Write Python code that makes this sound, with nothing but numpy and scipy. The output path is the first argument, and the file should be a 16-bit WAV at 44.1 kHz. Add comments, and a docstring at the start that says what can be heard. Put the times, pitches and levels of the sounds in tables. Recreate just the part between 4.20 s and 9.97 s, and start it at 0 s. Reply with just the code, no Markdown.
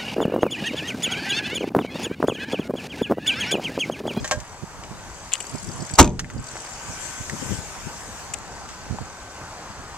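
"""An open car park: a car trunk lid is slammed shut close to a hand-held camera.
Shaped noise makes the far traffic, the camera motor's faint hum, a swelling hiss and low wind flutter; peaked
swings make gusts on each microphone port. Noise bursts and dying sines make knocks, taps, echoes of the slam,
case clicks and paired motor ticks; a thin sine comes and goes. The slam is a run of short blows ringing panel,
trunk air and car body. It overloads the microphone channel, whose gain drops and then recovers."""
import sys
import numpy as np
from scipy import signal
from scipy.io import wavfile
from scipy.ndimage import uniform_filter1d

SR = 44100
rng = np.random.default_rng(int(sys.argv[2]) if len(sys.argv) > 2 else 0)


def log_audio(samples):
    """Write samples as a 16-bit WAV file to the path given in sys.argv[1]."""
    # one column per channel
    frames = np.atleast_2d(samples).T
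    # limit to full scale, then quantise
    limited = np.clip(frames, -1, 1)
    pcm = np.round(limited * 32767).astype(np.int16)
    wavfile.write(sys.argv[1], SR, pcm)


N = 254456
LEFT_LAG = 4  # samples by which the left port hears traffic, hum, hiss, knocks, taps and echoes later


def amp(db):
    """Decibels to gain."""
    return 10 ** (np.asarray(db) / 20)


def evened(x):
    """Scales to rms 1."""
    return x / np.sqrt(np.mean(x ** 2) + 1e-20)


def read(points, hz):
    """Columns of a spectrum table at frequencies hz, straight on a log axis."""
    f, *columns = np.transpose(points)
    return [np.interp(np.log(hz + 1), np.log(f + 1), column) for column in columns]


def follow(table):
    """Columns of a time curve at every sample."""
    s, *columns = np.transpose(table)
    return [np.interp(np.arange(N) / SR, s, column) for column in columns]


def colour(points):
    """Minimum-phase impulse response with the given spectrum: all its delay is causal."""
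    hz = abs(np.fft.fftfreq(4096, 1 / SR))
    log_gain = np.log(amp(read(points, hz)[0]))
    spectrum = np.exp(np.conj(signal.hilbert(log_gain)))
    return np.fft.ifft(spectrum).real[:1024]


def add(mix, s, sound):
    """Mixes a sound in at time s, cut at the end of the mix."""
    part = mix[..., round(s * SR):][..., :sound.shape[-1]]
    part += sound[..., :part.shape[-1]]


def sides(db):
    """Left and right gains for a left-minus-right level difference."""
    return amp(np.array([db / 2, -db / 2]))


def ring(modes, seconds):
    """Sum of dying sines; successive modes in the list swing in opposite sense."""
    t = np.arange(round(seconds * SR)) / SR
    total = np.zeros(len(t))
    for k, (hz, db, t60) in enumerate(modes):
        total += (-1) ** k * amp(db - 60 * t / t60) * np.sin(2 * np.pi * hz * t)
    return total


def burst(t60, count=6000):
    """Two-sided noise that dies away, partly alike on both sides."""
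    t = np.arange(count) / SR
    a, b = rng.standard_normal((2, count))
    return np.array([a, 0.86 * a + 0.7 * b]) * amp(-60 * t / t60)


def band(x, hz, width):
    """One broad resonance that keeps the level of white noise."""
    return signal.lfilter(*signal.iirpeak(hz, hz / width, SR), x) * np.sqrt(SR / (np.pi * width))


def noise(hz, gain_db, same, patchy_db):
    """Stereo noise from random short-time spectra with drifting louder and softer patches."""
    a, b, c, d, patches = rng.standard_normal((N // 128 + 5, 257, 5)).T
    patches = evened(uniform_filter1d(uniform_filter1d(patches, 6, 0), 24, 1))
    same = np.clip(same, 0, 1)[:, None]
    left = a + 1j * b
    shared = left * np.exp(2j * np.pi * hz * LEFT_LAG / SR)[:, None]
    right = same * shared + np.sqrt(1 - same ** 2) * (c + 1j * d)
    spectra = np.array([left, right]) * amp(gain_db[..., None] + patchy_db * patches)
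    return evened(signal.istft(spectra, nperseg=512, noverlap=384)[1][:, :N])


# far traffic, with the camera motor's faint steady hum near 4.8 kHz:
# (f/Hz, relative level/dB per Hz, left-right/dB, likeness of the two sides 0-1)
TRAFFIC_AND_HUM_SPECTRUM = [(25, 11.5, 6, 0.95), (44.4, 23.5, -6, 0.8), (97, 2.5, -1, 0.88),
                            (234, -0.5, -1, 1), (430, -0.5, 0, 0.97), (887, 4.5, -0.5, 1),
                            (1570, -1.5, 0.5, 0.83), (2160, -7, 0.5, 0.44), (3750, -14, 2, 1),
                            (4500, -13.5, 6, .4), (4620, -10, -4, 0.79), (5040, -15, 6, 0.98),
                            (6000, -20.5, -3, 0.44), (7360, -23, 7.5, 0.25), (14100, -11.5, -10, .2),
                            (14300, -50, 0, .2)]
# slow rise and fall of both: (t/s, level/dB)
TRAFFIC_AND_HUM_LEVEL = [(0.0, -40.5), (1.068, -39.5), (1.45, -41), (1.72, -38.5), (4.08, -38.5),
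                         (4.69, -37.5), (5.01, -39), (5.39, -36), (5.77, -37.5)]


def traffic_and_hum():
    """One coloured noise holds the low drone of far traffic and the motor's narrow band of hum."""
    hz = np.fft.rfftfreq(512, 1 / SR)
    level_db, pan_db, same = read(TRAFFIC_AND_HUM_SPECTRUM, hz)
    side_db = level_db + np.array([pan_db / 2, -pan_db / 2])
    return amp(follow(TRAFFIC_AND_HUM_LEVEL)[0]) * noise(hz, side_db, same, patchy_db=1.53)


# colour of the hiss: (f/Hz, relative level/dB per Hz)
HISS_SPECTRUM = [(300, -39), (1500, 4.5), (2500, 2.5), (4000, -2.5), (7000, -1), (13900, 0), (14300, -38)]
# swells of the hiss: (t/s, level/dB, added treble level/dB)
HISS_SWELL = [(0, -46, -3), (.25, -52, 4), (.6, -50.5, 5), (1.0, -46.5, -3), (1.25, -42.5, -3),
              (1.72, -43, -19), (2.2, -48, -8), (2.3, -42.5, -29), (2.65, -40, -25), (2.85, -35.5, -6),
              (3.08, -40, -2), (3.33, -34, -7), (3.42, -40, -5), (4.02, -42, 1), (4.22, -48.5, -5),
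              (5.2, -48.5, -4), (5.77, -52, 1)]
HISS_CENTRED_DB, HISS_LEAN = -40.5, 0.44  # leans left as it grows: dB of left-right per dB above this level


def hiss():
    """Broad noise that swells and fades, with its treble above 9 kHz lifted by a changing amount."""
    hz = np.fft.rfftfreq(512, 1 / SR)
    steady = noise(hz, read(HISS_SPECTRUM, hz)[0], 0.21 + 0 * hz, patchy_db=2.2)
    swell_db, treble_db = follow(HISS_SWELL)
    treble = signal.lfilter(*signal.butter(2, 9000, "high", fs=SR), steady)
    lean = sides(HISS_LEAN * (swell_db - HISS_CENTRED_DB))
    return amp(swell_db) * lean * (steady + amp(treble_db) * treble)


# low flutter under and between the gusts: (t/s, level/dB)
BREEZE_LEVEL = [(0.0, -27.5), (0.19, -59), (0.756, -44), (1.15, -61), (1.45, -38), (1.72, -49),
                (2.2, -31.5), (2.34, -64), (2.8, -52), (3.23, -37.5), (3.5, -44.5), (3.91, -47.5),
                (4.46, -45), (4.81, -40.5), (5.09, -67), (5.77, -54)]


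def breeze():
    """Light wind turbulence: low noise on each port, made lumpy by slow level swings."""
    slow = signal.lfilter(*signal.butter(2, 14, fs=SR), rng.standard_normal((2, N)))
    lumps = amp(3.5 * evened(slow))
    flutter = signal.lfilter(*signal.butter(2, [30, 200], "band", fs=SR), rng.standard_normal((2, N)))
    return amp(follow(BREEZE_LEVEL)[0]) * evened(flutter * lumps)


# ticks of the camera motor through the scene: (t/s, level/dB)
MOTOR_LEVEL = [(0, -53), (.6, -65), (1.12, -55), (1.2, -44.5), (1.7, -46), (1.75, -36.5), (2.0, -61),
               (2.25, -46.5), (2.5, -48), (2.7, -57.5), (5.77, -60.5)]
# frame modes rung by a tick, before random detuning: (f/Hz, level/dB, t60/s)
TICK_MODES = [(4820, 3, 0.0085), (7980, -3.5, 0.017), (6490, -9, 0.012), (9770, 5.5, 0.0045),
              (11300, -2, 0.0054)]
TURN_S, PAIR_S, FIRST_S = .04427, .0168, .0103  # time of a turn, gap inside a pair, first tick


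def motor():
    """Two uneven scratchy ticks each turn; each rings the frame a little differently."""
    ticks = np.zeros(N)
    for s in np.arange(FIRST_S, N / SR, TURN_S):
        for offset in (0, PAIR_S):
            chance = rng.standard_normal((2, len(TICK_MODES)))
            modes = [(hz * (1 + 0.0098 * a), db + 6.8 * b, t60)
                     for (hz, db, t60), a, b in zip(TICK_MODES, *chance)]
            scratch = rng.standard_normal(300) * amp(-np.arange(300) * 0.026)
            tick = evened(np.convolve(scratch, ring(modes, .02)))
            add(ticks, s + offset, amp(1.3 * rng.standard_normal()) * tick)
    return sides(3.0)[:, None] * amp(follow(MOTOR_LEVEL)[0]) * evened(ticks)


# hand knocks on the raised lid: (t/s, ring level/dB, ring tilt about 1 kHz/dB per octave,
# snap level/dB, snap t60/s)
HAND_KNOCKS = [(0.0436, -49, 10.5, -30.5, 0.083), (0.0496, -54, 9, -38, 0.15),
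               (0.111, -41, 0.5, -19.5, 0.052), (.115, -47, -2, -25.5, 0.11), (0.1192, -41.5, 5, -41, 0.13)]
# modes of the raised lid: (f/Hz, level/dB, t60/s)
RAISED_LID_MODES = [(521, -6, 0.2), (605, 4.5, 0.2), (790, 8, 0.049), (1083, 4.5, 0.074), (1363, -15, .06),
                    (1580, -5, 0.067), (1610, 0, 0.11), (1840, -4.5, 0.082), (2840, -30, 0.055),
                    (3080, -9, .05)]


def knocks():
    """Short scratchy contacts ring the raised lid; a harder contact favours the high modes."""
    out = np.zeros((2, N))
    for s, ring_db, tilt_db, snap_db, t60 in HAND_KNOCKS:
        modes = [(hz, db + tilt_db * np.log2(hz / 1000), ring_t60) for hz, db, ring_t60 in RAISED_LID_MODES]
        contact = 0.68 * burst(0.0086)[0, :1500] + 4.4 * signal.unit_impulse(1500)
        add(out, s, amp(ring_db) * np.convolve(contact, ring(modes, .15)))
        snap = burst(t60)
        add(out, s, amp(snap_db) * (0.78 * snap + band(snap, 1100, 2000)))
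    return out


# short taps and scuffs, and echoes of the slam from 1.99 to 2.10 s:
# (t/s, level/dB, centre f/Hz, width f/Hz, t60/s, relative treble level/dB, left-right/dB)
TAPS_AND_ECHOES = [(0.077, -37.5, 1780, 900, 0.08, 8, 0.5), (0.2018, -46, 3040, 800, 0.053, 11, 4),
                   (0.637, -37.5, 2300, 1500, 0.072, -10, 2), (1.244, -31.5, 770, 695, 0.032, -20, 0),
                   (1.699, -33.5, 2000, 1510, 0.032, -18, 6), (1.9932, -17, 1820, 1840, 0.047, -5, 3),
                   (1.9946, -18.5, 1670, 1200, 0.054, 4, -1), (2.045, -25.5, 1890, 493, .05, -12, 3),
                   (2.101, -29, 1720, 870, 0.058, -4, 2), (2.3555, -27, 680, 400, 0.024, -30, 0),
                   (2.368, -29.5, 1120, 600, 0.041, -28, 1), (2.45, -33, 880, 595, 0.035, -29, 0),
                   (3.0972, -26, 1820, 500, 0.032, -0.5, -1), (4.489, -39, 1500, 2200, 0.3, -5, 4),
                   (4.786, -25, 870, 250, .03, -35, 3)]


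def taps_and_echoes():
    """Each is a noise burst in one broad resonance, plus some of the unfiltered burst for treble."""
    out = np.zeros((2, N))
    for s, db, hz, width, t60, treble_db, pan_db in TAPS_AND_ECHOES:
        scuff = burst(t60)
        onset = scuff + 12.8 * signal.unit_impulse(scuff.shape[1])  # the onset rings the resonance
        tone = band(band(onset, hz, width), hz, 4.8 * width)
        tone *= np.sqrt(np.pi * 2.5 * width / SR)  # a narrower resonance passes less of the burst
        add(out, s, amp(db) * sides(pan_db)[:, None] * (tone + amp(treble_db) * scuff))
    return out


PUFF_COUNT = 14
PUFF_DB, PUFF_SPREAD_DB, PUFF_HZ, PUFF_S = -44, 6, 123, .017  # level and spread, base pitch, length


def puffs():
    """Faint gusts at random moments, as rows like those of the gust table."""
    when, port, size, pitch = rng.random((PUFF_COUNT, 4)).T
    level_db = PUFF_DB + PUFF_SPREAD_DB * (2 * size - 1)
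    return zip(when * N / SR, port.round(), level_db, PUFF_HZ * (.8 + .5 * pitch), PUFF_S + 0 * when)


# gusts on the ports, two of them during the slam:
# (t/s, port 0 left - 1 right, level/dB, heard pitch f/Hz, length either side of centre/s)
PORT_GUSTS = [(0.143, 0.34, -35.5, 297, 0.056), (0.175, 1, -25, 83.7, 0.058),
              (0.435, 0.94, -25, 159, 0.012), (0.594, 0.98, -35, 130, 0.013),
              (0.716, 0.89, -30, 148, 0.017), (1.348, 1, -24.5, 184, 0.03),
              (1.494, 0.15, -29.5, 233, 0.065), (1.555, 1, -33, 96, 0.019), (1.6, 1, -28.5, 189, 0.05),
              (1.625, 0.93, -26, 136, 0.028), (1.715, 0.84, -33, 153, 0.017), (1.739, 1, -23, 117, 0.0052),
              (1.81, 1, -8, 120, 0.01), (1.858, 0.7, -12, 120, 0.008), (2.034, 0.83, -23, 157, 0.053),
              (2.158, 0.8, -20, 140, 0.061), (2.193, 1, -26, 104, 0.0071), (2.697, 0.94, -30.5, 167, 0.048),
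              (3.011, 1, -28.5, 143, 0.0082), (3.134, 0.11, -25.5, 187, 0.023),
              (3.152, 0.44, -31.5, 302, 0.005), (3.228, 0, -27.5, 170, 0.0093),
              (3.267, 0.19, -32, 140, 0.02), (3.308, 0.14, -23.5, 150.7, 0.05),
              (3.323, 0.082, -20.5, 202, 0.03), (3.337, 0.11, -25, 168, 0.02), (3.39, 0, -27, 104, 0.015),
              (3.671, 0, -28, 126, 0.019), (4.711, 0.96, -20.5, 99, 0.0083), (4.726, 1, -24, 120, 0.0098),
              (4.743, 0.89, -28, 170, 0.022), (4.815, 1, -27.5, 158, 0.024)]
EDDY_SHARE = 0.81  # peaked eddies come slower than the pitch one hears


def gusts():
    """Each gust is a few uneven, peaked pressure swings as eddies pass the ports."""
    out = np.zeros((2, N + 3000))  # starts early, as each gust is centred on its time
    t = np.arange(-3000, 3000) / SR
    for s, port, db, hz, length in [*PORT_GUSTS, *puffs()]:
        wander = evened(uniform_filter1d(rng.standard_normal(6000), 300))
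        turns = np.cumsum(EDDY_SHARE * hz * amp(3.07 * wander)) / SR
        swing = np.exp(2.1 * np.cos(2 * np.pi * (turns - turns[3000])))  # eddies arrive as peaks
        swing = rng.choice([-1, 1]) * evened(swing - swing.mean())
        # an 8.5 ms core, plus half as much over the gust's own length
        envelope = np.exp(-(t / 0.0085) ** 2) + .5 * np.exp(-(t / length) ** 2)
        port = np.clip(port, 0, 1)
        add(out, s, np.outer([1 - port, port], amp(db) * swing * envelope))
    return out[:, 3000:]


# a thin far tone that comes and goes: (start t/s, end t/s, peak level/dB)
WHINE_SPANS = [(.76, 0.942, -51), (1.99, 2.37, -50.5), (2.55, 3.117, -45.5), (3.16, 3.447, -45),
               (3.58, 3.93, -51.5), (4.27, 4.458, -47.5), (4.52, 4.732, -47.5), (4.8, 5.29, -47.5)]
WHINE_HZ = 1536


def whine():
    """A slightly unsteady sine that fades in and out."""
    out = np.zeros(N)
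    for start, end, db in WHINE_SPANS:
        count = round((end - start) * SR)
        drift_hz = 3.9 * evened(uniform_filter1d(rng.standard_normal(count), 2000))
        tone = np.sin(2 * np.pi * np.cumsum(WHINE_HZ + drift_hz) / SR)
        add(out, start, amp(db) * signal.windows.tukey(count, .3) * tone)
    return out


# clicks of the camera case: (t/s, snap level/dB, case rattle level/dB, t60/s, left-right/dB)
CASE_CLICKS = [(1.1193, -37, -31.5, .06, 5), (1.1307, -27, -29, 0.009, 6),
               (1.1357, -18.5, -31, 0.014, 12.5), (1.1391, -20, -20, 0.0076, 1), (1.142, -34, -34, 0.1, 6),
               (1.1543, -32, -25.5, .008, 5), (1.2041, -28, -31, 0.034, 5.5), (4.1375, -28, -35, 0.0036, 9),
               (4.1404, -18.5, -36.5, 0.011, 2), (4.1452, -41, -35, 0.0051, 9), (4.187, -38.5, -55, .01, 5)]
CASE_HZ, CASE_WIDTH_HZ = 2790, 800


def clicks():
    """Plastic snaps: a bright scratch and the duller rattle of the case."""
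    out = np.zeros((2, N))
    for s, snap_db, case_db, t60, pan_db in CASE_CLICKS:
        scratch = burst(t60)
        scratch /= np.sqrt((scratch[:, :20] ** 2).mean(1, keepdims=True))  # even onset
        scratch[:, 0] += 6.  # the snap itself
        snap = amp(snap_db) * band(scratch, 8200, 3300)
        rattle = amp(case_db) * band(band(scratch, CASE_HZ, CASE_WIDTH_HZ), CASE_HZ, 8300)
        add(out, s, sides(pan_db)[:, None] * (snap + rattle))
    return out


# colour of the rumble: (f/Hz, level/dB)
RUMBLE_COLOUR = [(40, 8), (100, 0), (300, -1.5), (900, -7), (1400, -9), (3000, -6), (9000, -30)]
# the car rumbling on: (f/Hz, t60/s)
RUMBLE_DECAY = [(40, 0.54), (150, 0.45), (400, 0.4), (1200, 0.18), (3000, 0.18), (9000, 0.29)]


def car_tail():
    """Half a second of coloured noise, each frequency dying at its own rate as the car rumbles on."""
    hz, t, spectra = signal.stft(burst(99., count=SR // 2), SR, nperseg=512)
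    spectra *= amp(read(RUMBLE_COLOUR, hz)[0][:, None])
    spectra *= amp(-60 * t / read(RUMBLE_DECAY, hz)[0][:, None])
    return signal.istft(spectra, SR, nperseg=512)[1][:, :SR // 2]


# blows of the lid on seal, latch and stops:
# (t/s, push level/dB, nominal contact/ms, crack level/dB, t60 of the crack's midrange/s)
LID_BLOWS = [(1.7804, -19, 0.59, -31, 0.11), (1.7858, -5.5, 0.48, -8, 0.079),
             (1.7899, -9, 0.21, -1.5, 0.073), (1.7946, 4, 1.1, -5, 0.13), (1.7985, 13.5, 2.04, 1, 0.096),
             (1.8037, 8.5, 3.25, -5.5, 0.024), (1.8092, 1.5, 3.6, -4, 0.028), (1.8143, -11, 1.7, -3, 0.028),
             (1.8267, -14, 1.8, -13, 0.079), (1.8440, 1, 1.44, -17, 0.15), (1.8545, -27.5, 2.7, -48, 0.044),
             (1.8756, -23, 2, -24, 0.033)]
# lid panel modes: (f/Hz, level/dB, t60/s)
PANEL_MODES = [(272, -8, 0.19), (320, -11.5, 0.23), (362, -12, 0.17), (506, -38, 0.48), (600, -11.5, 0.21),
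               (683, -13, 0.1), (790, -26, 0.21), (875, -4, 0.14), (953, -3, 0.19), (1100, -19, 0.12),
               (1200, -20, 0.25), (1237, -3, 0.16), (1540, -20, 0.16), (1720, -30, 0.2), (1830, -29, 0.13),
               (2051, -32, 0.19), (2130, -27, 0.18), (2400, -28, 0.19), (2350, -30, 0.25),
               (2240, -18, 0.22), (2719, -33, 0.2), (2770, -3, 0.082), (3050, -29, 0.13), (3050, -19, 0.1)]
# trunk air and car body modes: (f/Hz, level/dB, t60/s)
TRUNK_MODES = [(65, 8, 0.085), (43.5, -23, 0.35), (80.7, 1.5, 0.28), (103, -2, 0.27), (128.5, -7.5, 0.48),
               (165, -4.5, 0.12), (223.3, -7.5, 0.29), (243, -11, 0.51)]
# colour of the crack: (f/Hz, level/dB)
CRACK_COLOUR = [(150, -6), (450, 2.5), (700, 9), (1200, 11.5), (1800, 1.5), (2500, 0.5), (5000, -1.5),
                (9000, -2), (12000, 3.5), (15500, -10)]


def slam():
    """Each blow pushes the panel and trunk modes and cracks; the whole car rumbles on."""
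    push, crack = np.zeros(N), np.zeros((2, N))
    for s, push_db, ms, crack_db, t60 in LID_BLOWS:
        contact = np.hanning(round(ms * SR / 1000) + 3)  # a longer contact drives only the low modes
        add(push, s, amp(push_db) * contact / contact.sum())
        midrange = 0.32 * band(burst(t60), 810, 1700)
        add(crack, s, amp(crack_db) * (burst(0.64 * t60) + midrange))  # treble dies first
    crack = signal.oaconvolve(crack, colour(CRACK_COLOUR)[None], axes=1)[:, :N]
    panel = amp(-0.5) * ring(PANEL_MODES, .5)
    trunk = amp(-11.5) * sides(-0.5)[:, None] * ring(TRUNK_MODES, .5)
    tail = car_tail()
    pushed = signal.oaconvolve(push[None], panel + trunk + amp(2) * tail, axes=1)[:, :N]
    rumble = amp(-26.5) * signal.oaconvolve(crack.mean(0)[None], tail, axes=1)[:, :N]
    return pushed + crack + rumble


# loose latch parts that clack after the slam's first blows: (t/s, level/dB)
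LATCH_CLACKS = [(1.8273, -24), (1.8439, -25), (1.8545, -36), (1.8757, -30), (1.893, -42), (1.903, -46)]
# modes of the latch parts: (f/Hz, level/dB, t60/s)
LATCH_MODES = [(2500, -0.5, .015), (3620, -4, .012), (4660, -7, .012), (6330, -5, 0.016), (7600, -8, 0.011)]


def latch():
    """Each clack is a short scratch into the latch modes."""
    out = np.zeros((2, N))
    for s, db in LATCH_CLACKS:
        scratch = burst(.008, count=600)[:1]
        clack = signal.oaconvolve(scratch, ring(LATCH_MODES, 0.019)[None], axes=1)
        add(out, s, amp(db) * evened(clack))
    return out


def scene():
    """All sources, before the ports; the lid lies straight ahead, knocks, taps and echoes to one side."""
    air = traffic_and_hum() + hiss() + breeze() + gusts() + whine()
    aside = knocks() + taps_and_echoes()
    aside[0] = np.roll(aside[0], LEFT_LAG)
    return air + motor() + aside + clicks() + slam() + latch()


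# the two microphone ports, each a small resonant cavity: (f/Hz, level/dB)
LEFT_PORT_COLOUR = [(3000, -0.5), (4500, -0.5), (6000, 5.5), (7400, 12), (8500, 3), (10000, -7.5),
                    (12600, -15), (14000, -12.5)]
RIGHT_PORT_COLOUR = [(3000, -1.5), (4500, 1), (5300, 4), (6200, 11), (7300, -1.5), (8500, -9),
                     (10000, -20.5), (14000, -28.5)]
EDGE_HZ = 15600  # upper band limit


def record(dry):
    """Port resonances, bass cut, gain control that recovers after loud sound, overload, band limit."""
    ports = (LEFT_PORT_COLOUR, RIGHT_PORT_COLOUR)
    heard = np.array([signal.oaconvolve(x, colour(port))[:N] for x, port in zip(dry, ports)])
    heard = signal.lfilter(*signal.butter(2, 32, "high", fs=SR), heard)  # bass cut
    power = signal.lfilter([.002], [1, -.998], (heard ** 2).mean(0))
    power_db = 10 * np.log10(power + 1e-12)
    over_db = np.maximum(power_db + 12.0, 0) * 0.95  # gain cut wanted above -12 dB
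    regained_db = np.arange(N) * 32.5 / SR  # recovers 32.5 dB per second
    cut_db = np.maximum.accumulate(over_db + regained_db) - regained_db
    cut_db = signal.lfilter([.001], [1, -.999], cut_db)  # too slow to catch the first blows
    clipped = np.clip(heard / amp(cut_db), -.97, .97)
    low_pass = signal.firwin(511, EDGE_HZ, window=("kaiser", 9), fs=SR)
    return signal.oaconvolve(clipped, low_pass[None], "same")


dry = scene()
out = record(dry)
log_audio(out)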